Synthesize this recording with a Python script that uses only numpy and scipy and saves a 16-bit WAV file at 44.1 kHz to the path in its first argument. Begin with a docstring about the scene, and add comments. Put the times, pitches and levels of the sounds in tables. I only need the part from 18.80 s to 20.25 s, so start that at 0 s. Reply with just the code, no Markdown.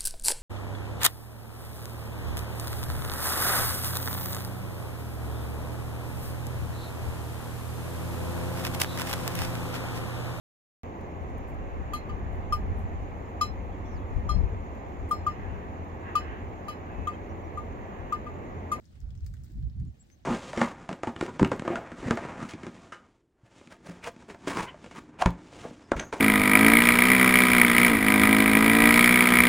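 """A quiet snowy wood

Light gusts buffet the microphone with a low, lumpy rumble. Ice on the branches ticks and crackles,
a little to the left, as tiny fractures make the twigs ring. Near the end a small bird gives three
thin, arched calls. Behind it all are a faint hiss of air, one swish and one soft, hollow bump."""
import sys
import numpy as np
from scipy import signal
from scipy.io import wavfile

SR = 44100
rng = np.random.default_rng(int(sys.argv[2]) if len(sys.argv) > 2 else 0)


def generate_wav(sig):
    """Save sig (samples, or channels by samples) to the path in sys.argv[1] as 16-bit PCM at SR."""
    pcm = np.round(np.clip(np.atleast_2d(sig).T, -1, 1) * 32767).astype(np.int16)
    wavfile.write(sys.argv[1], SR, pcm)


N = 63945
T = np.arange(N) / SR

# wind on the microphone: (time [s], deep rumble [dB], buffeting [dB], upper flutter [dB])
GUSTS = [(0.0, -51.5, -66, -80), (0.024, -64, -68, -60.5), (0.204, -48.5, -53, -70.5),
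         (0.246, -33.5, -49.5, -58), (0.286, -40.5, -45.5, -74), (0.334, -42, -50, -59.5),
         (0.382, -43, -43, -67), (0.402, -53.5, -60, -60), (0.432, -28.5, -44.5, -74),
         (0.452, -38, -48, -65.5), (0.532, -39, -44.5, -65), (0.556, -45.5, -50, -58.5),
         (0.612, -42.5, -45, -64), (0.706, -52.5, -59.5, -57.5), (0.73, -38, -53.5, -58.5),
         (0.758, -54, -34, -54.5), (0.782, -30, -39.5, -45.5), (0.81, -41.5, -41.5, -57),
         (0.852, -32, -35.5, -56), (0.876, -31.5, -46.5, -47), (0.932, -47, -48.5, -65.5),
         (1.02, -31.5, -32.5, -46), (1.062, -53, -40.5, -51), (1.086, -37.5, -40.5, -46),
         (1.114, -46.5, -51.5, -71), (1.162, -62, -62, -64), (1.388, -63, -71, -72),
         (1.45, -60.5, -62.5, -95)]
# swirls of air, large to small; "pan" always means left level minus right level:
# (low edge [Hz], high edge [Hz], steep top [Hz], added gain [dB], pan [dB], stereo spread [dB])
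EDDIES = [(47.2, 84.9, 126, 0, -3.5, -6), (79, 140.1, 230, 0, -0.9, -8.5),
          (158.2, 261.7, 390.6, -2.5, -0.5, -8)]

# ice cracks: (time [s], decay [s], knock pitch [Hz], snap pitch [Hz],
# woody knock [dB], snap [dB], icy ring [dB], splinter [dB])
CRACKS = [(0.0425, .003, 1620, 4100, -82, -67.5, -77, -78),
          (0.0540, 0.0025, 1590, 5340, -78, -61, -67.5, -102),
          (0.1550, 0.0024, 1930, 4250, -66, -69, -66.5, -85),
          (0.2033, 0.0013, 1500, 5900, -71, -61, -61.5, -60.5),
          (0.2150, 0.0017, 1580, 4500, -65, -63.5, -78, -77),
          (0.2900, 0.0054, 1380, 4200, -68.5, -83, -74, -99),
          (0.3052, 0.0022, 1600, 3870, -69, -57.5, -66.5, -71.5),
          (0.3520, 0.0031, 1510, 3920, -66, -67, -64.5, -73.5),
          (0.3770, 0.0014, 1390, 5940, -67.5, -59.5, -76, -73),
          (0.407, 0.0013, 1420, 5200, -67, -63, -71, -87),
          (0.4460, 0.0027, 1390, 3800, -83, -66.5, -65, -67),
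          (0.4634, 0.001, 2160, 4810, -55, -56, -50, -52),
          (0.4660, 0.00072, 1500, 4830, -56, -51, -53, -80),
          (0.5388, 0.0027, 1640, 4400, -53.5, -63.5, -58, -60),
          (0.5680, 0.0047, 1710, 3270, -66.5, -65.5, -73, -77),
          (0.6369, 0.001, 1400, 6500, -67, -61, -54, -62),
          (0.6428, 0.0057, 1480, 4600, -69, -67.5, -69, -62),
          (0.6655, 0.0012, 1510, 3300, -69, -61.5, -86, -74),
          (0.7185, 0.0027, 1600, 4900, -83, -69, -67, -70),
          (0.8250, 0.0065, 1480, 3400, -70, -68.5, -82, -74.5),
          (0.8980, 0.0016, 1600, 4400, -66.5, -61.5, -80, -82),
          (0.9991, 0.0019, 1850, 3860, -64.5, -65, -63, -71),
          (1.0505, 0.003, 1300, 4600, -76, -74, -69.5, -78),
          (1.1505, 0.0015, 1610, 4600, -87, -88, -73, -79),
          (1.3008, 0.0011, 2050, 4500, -56, -62, -67, -75),
          (1.3150, 0.0019, 1630, 6100, -70, -69, -75, -90)]
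# how an iced twig rings, a row each for knock, snap, ring, splinter: (pitch [Hz], width [Hz], pan [dB])
TWIG_RINGS = [(1775, 610, -2), (4390, 1920, 9.5), (7480, 2800, 3.5), (14870, 4700, -0.5)]
# fine crackle of farther branches: (time [s], level [dB])
CRACKLE_LEVEL = [(0, -78.5), (.26, -82.5), (.33, -85.5), (.48, -76.5), (.6, -79), (.66, -75.5), (.8, -79),
                 (1.0, -87.5), (1.3, -78), (1.45, -87.5)]
# gain added to that crackle: (knock [dB], snap [dB], ring [dB], splinter [dB])
CRACKLE_COLOUR = [-6, -4, -4.5, -5.5]
CRACK_RISE_S, FRACTURES_PER_S, CRACKLES_PER_S = .0003, 10000, 2900
ICE_ECHO_DB, ECHO_FADE_S = -6, .095   # echoes fall by 60 dB in this time

# bird calls: (start [s], length [s], first pitch [Hz], top pitch [Hz], last pitch [Hz],
# part of the call spent rising [0 to 1], level [dB], pan [dB])
BIRD_CALLS = [(1.064, 0.03, 6150, 7100, 6550, .55, -77, 12),
              (1.191, .043, 7040, 7690, 6800, 0.53, -61.5, 4.5),
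              (1.304, 0.054, 5850, 6320, 5600, 0.63, -67.5, 12)]
BIRD_WAVER_HZ, BIRD_ECHO_DB = 44.6, -10

# a hollow bump, perhaps falling snow: (start [s], length [s], pitch [Hz], level [dB])
BUMP = (.686, .038, 315, -53)

# swell of the air in the trees: (time [s], level [dB])
AIR_LEVEL = [(0, -67), (.15, -62), (.26, -64.5), (.36, -63.5), (.7, -64.5), (.95, -65), (1.2, -64.5),
             (1.45, -64.5)]
# tone of that air: (frequency [Hz], relative level [dB])
AIR_COLOUR = [(25, -9.5), (100, -2), (250, -1.5), (400, -10), (650, -12), (1000, -24), (1550, -21.5),
              (2700, -23), (6500, -31), (9500, -41), (12500, -35), (15500, -41.5)]
# the first gust swishing through the needles: (start [s], length [s], level [dB])
SWISH = (.19, 0.17, -70.5)
# tone of that swish: (frequency [Hz], relative level [dB])
SWISH_COLOUR = [(300, -17.5), (600, 17), (850, 1), (1100, -13), (1450, 5), (2200, -23), (3500, -19)]

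# how alike left and right are: (frequency [Hz], likeness [1 same, 0 unrelated, -1 or less opposite])
LIKENESS = [(30, 0.9), (70, 0.75), (140, -0.17), (280, 0.49), (550, -0.45), (1200, 0.02), (2500, -0.52),
            (4500, 0.35), (8500, 0.061), (11300, -1.5), (14500, 0.3)]
# which way the air and the swish lean: (frequency [Hz], pan [dB])
BALANCE = [(30, 4.5), (80, 0), (160, -6), (350, 0.5), (700, 2.5), (1400, -6), (2800, 2), (5500, 1),
           (10000, -3.5), (15000, 5)]
NOTCH_HZ, NOTCH_WIDTH_HZ, CUTOFF_HZ = 11300, 1900, 15850


def wind():
    """Large eddies rumble on the microphone; smaller ones buffet and flutter in the stronger gusts."""
    return sum(from_db(gust_db) * eddies(*size) for gust_db, size in zip(in_time(GUSTS), EDDIES))


def eddies(low_hz, high_hz, top_hz, db, pan_db, spread_db, steadiness=.95):
    """Swirls of air of one size press on the microphone, making low, lumpy noise."""
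    mid, side = band(rng.standard_normal((2, N + SR)), low_hz, high_hz)
    dull = signal.butter(8, top_hz, fs=SR, output="sos")
    for _ in range(2):   # even out part of the chance swings in loudness
        mid = rms_one(signal.sosfilt(dull, mid))
        power = np.abs(signal.hilbert(mid)) ** 2
        mid = mid / (power + .05) ** (steadiness / 4)
    pressure = band(signal.sosfilt(dull, [mid, side]), low_hz / 2, 10 * top_hz)
    mid, side = [rms_one(x[SR // 2:SR // 2 + N]) for x in pressure]
    # mid is the same in both ears; side is added on the left and taken away on the right
    return from_db(db) * pan(pan_db) * (mid + from_db(spread_db) * side * [[1], [-1]])


def ice():
    """Ice cracks and crackles, and the trees throw the sound back."""
    direct = cracks() + crackle()
    return direct + from_db(ICE_ECHO_DB) * tree_echoes(direct)


def cracks():
    """Each crack is a dying run of tiny fractures that ring a twig of its own pitch."""
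    out, age = np.zeros((2, N + SR)), T[:SR // 20]
    for start, decay_s, knock_hz, snap_hz, *levels_db in CRACKS:
        rise = np.minimum(age / CRACK_RISE_S, 1)
        strain = rise * np.exp(-np.maximum(age - CRACK_RISE_S, 0) / decay_s)
        strength = np.sqrt(np.mean(strain ** 2))
        first = int((start - CRACK_RISE_S) * SR)
        pitches = [knock_hz, snap_hz, TWIG_RINGS[2][0], TWIG_RINGS[3][0]]
        for hz, (_, width_hz, pan_db), db in zip(pitches, TWIG_RINGS, levels_db):
            force = strain * clicks(FRACTURES_PER_S, spread_db=.53, size=(3, len(age)))
            ring = rms_one(twig(force, hz, width_hz, pan_db))
            out[:, first:first + len(age)] += from_db(db) * strength * ring
    return out[:, :N]


def crackle():
    """Countless tiny ticks ring the twigs of farther branches."""
    crackle_db, = in_time(CRACKLE_LEVEL)
    out = 0
    for ring, db in zip(TWIG_RINGS, CRACKLE_COLOUR):
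        ticks = clicks(CRACKLES_PER_S, spread_db=3) * rng.standard_normal((3, N))
        out = out + twig(from_db(crackle_db + db) * ticks, *ring)
    return out


def twig(force, hz, width_hz, pan_db):
    """A twig rings around one pitch, pushed by three forces: shared, left and right."""
    alike = np.clip(at_hz(LIKENESS, hz), 0, 1)
    drive = np.sqrt(alike) * force[0] + np.sqrt(1 - alike) * force[1:]
    ring = band(drive, hz - width_hz / 2, hz + width_hz / 2)
    return pan(pan_db) * ring * np.sqrt(SR / 2 / width_hz)   # make up the power the filter takes


def bird():
    """Thin whistles swell and fade while the pitch arches up and over."""
    out = 0
    for start, length, first_hz, top_hz, last_hz, turn, db, pan_db in BIRD_CALLS:
        progress = np.clip((T - start) / length, 0, 1)
        rising = top_hz - (top_hz - first_hz) * (1 - progress / turn) ** 2
        falling = top_hz - (top_hz - last_hz) * ((progress - turn) / (1 - turn)) ** 2
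        hz = np.where(progress < turn, rising, falling) + BIRD_WAVER_HZ * drift(rate_hz=150)
        swell = np.abs(np.sin(np.pi * progress)) ** .96
        whistle = np.sqrt(2) * np.sin(2 * np.pi * np.cumsum(hz) / SR)
        out = out + pan(pan_db) * from_db(db) * swell * whistle
    return out + from_db(BIRD_ECHO_DB) * tree_echoes(out)


def bump():
    """A low tone swells and fades quickly, making a soft, hollow bump."""
    start, length, hz, db = BUMP
    return from_db(db) * arch(start, length) ** 2 * np.sin(2 * np.pi * hz * (T - start))


def air():
    """Air hisses faintly in the trees and swishes once through the needles."""
    air_db, = in_time(AIR_LEVEL)
    start, length, db = SWISH
    swish = from_db(db) * arch(start, length) * hiss(SWISH_COLOUR, flicker_db=3)
    return from_db(air_db) * hiss(AIR_COLOUR, flicker_db=2.26) + swish


def hiss(colour, flicker_db):
    """Stereo noise in half-octave bands, each with its own level, flicker, likeness and pan."""
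    edges = 18 * 2 ** np.arange(0, 10.1, .5)
    out, white = 0, rng.standard_normal((2, 2, N + SR // 4))
    for k, (low, high) in enumerate(zip(edges, edges[1:])):
        if low > colour[-1][0]:
            break
        mid, side = band(white[k % 2], low, high)[:, -N:]
        hz = np.sqrt(low * high)
        alike = np.clip(at_hz(LIKENESS, hz), -1, 1)
        gain = from_db(at_hz(colour, hz) + flicker_db * drift(rate_hz=36)) * pan(at_hz(BALANCE, hz))
        out = out + gain * (np.sqrt(1 + alike) * mid + np.sqrt(1 - alike) * side * [[1], [-1]])
    return rms_one(out)


def tree_echoes(sound):
    """Many small echoes come from trunks and branches and die quickly in the snow."""
    fade = from_db(-60 * T / ECHO_FADE_S) * (T > .003)
    echoes = fade * np.array([clicks(per_s=2500, spread_db=.67) for ear in sound])
    echoes /= np.sqrt((echoes ** 2).sum(1, keepdims=True))
    return signal.fftconvolve(sound, echoes, axes=1)[:, :N]


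def clicks(per_s, spread_db, size=N):
    """Random clicks of uneven size."""
    heights = from_db(spread_db * np.minimum(rng.exponential(1, size), 4))
    signs = rng.choice([-1, 1], size)
    return rms_one(heights * signs * (rng.random(size) < per_s / SR))


def drift(rate_hz):
    """A smooth random wander, about 1 in size."""
    step = 40   # samples between its points
    memory = np.exp(-2 * np.pi * step * rate_hz / SR)
    noise = rng.standard_normal(N // step + 2002)
    slow = signal.lfilter([1], [1, -2 * memory, memory ** 2], noise)[2000:]
    return np.interp(np.arange(N) / step, np.arange(len(slow)), rms_one(slow))


def arch(start, length):
    """A rounded rise from 0 to 1 and back."""
    return np.sin(np.pi * np.clip((T - start) / length, 0, 1))


def band(x, low_hz, high_hz):
    """Keep the sound between two frequencies."""
    edges = np.clip([low_hz, high_hz], 10, .47 * SR)
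    return signal.sosfilt(signal.butter(2, edges, "band", fs=SR, output="sos"), x + 1e-18)


def in_time(rows):
    """Turn a table of times into one curve for each level column."""
    times, *columns = np.transpose(rows)
    return [np.interp(T, times, column) for column in columns]


def at_hz(rows, hz):
    """Read a table at one frequency, with octaves evenly spaced."""
    frequencies, values = np.transpose(rows)
    return np.interp(np.log(hz), np.log(frequencies), values)


def pan(db):
    """Left and right gains; positive dB leans left."""
    return rms_one(from_db([[db / 2], [-db / 2]]))


def from_db(db):
    """Turn decibels into a gain to multiply by."""
    return 10 ** (np.asarray(db) / 20)


def rms_one(x):
    """Scale to an average power of 1."""
    return x / np.sqrt(np.mean(x ** 2) + 1e-20)


def scene():
    """Wind, ice, bird and bump over the quiet air of the wood."""
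    return wind() + ice() + bird() + bump() + air()


def record(dry):
    """The microphone pair is deaf to centred sound in one treble band; the highest treble is cut."""
    mid = dry.mean(0)
    notch = signal.iirnotch(NOTCH_HZ, NOTCH_HZ / NOTCH_WIDTH_HZ, fs=SR)
    notched = dry - mid + signal.lfilter(*notch, mid)
    return signal.sosfilt(signal.ellip(10, .2, 70, CUTOFF_HZ, fs=SR, output="sos"), notched)


dry = scene()
out = record(dry)
generate_wav(out)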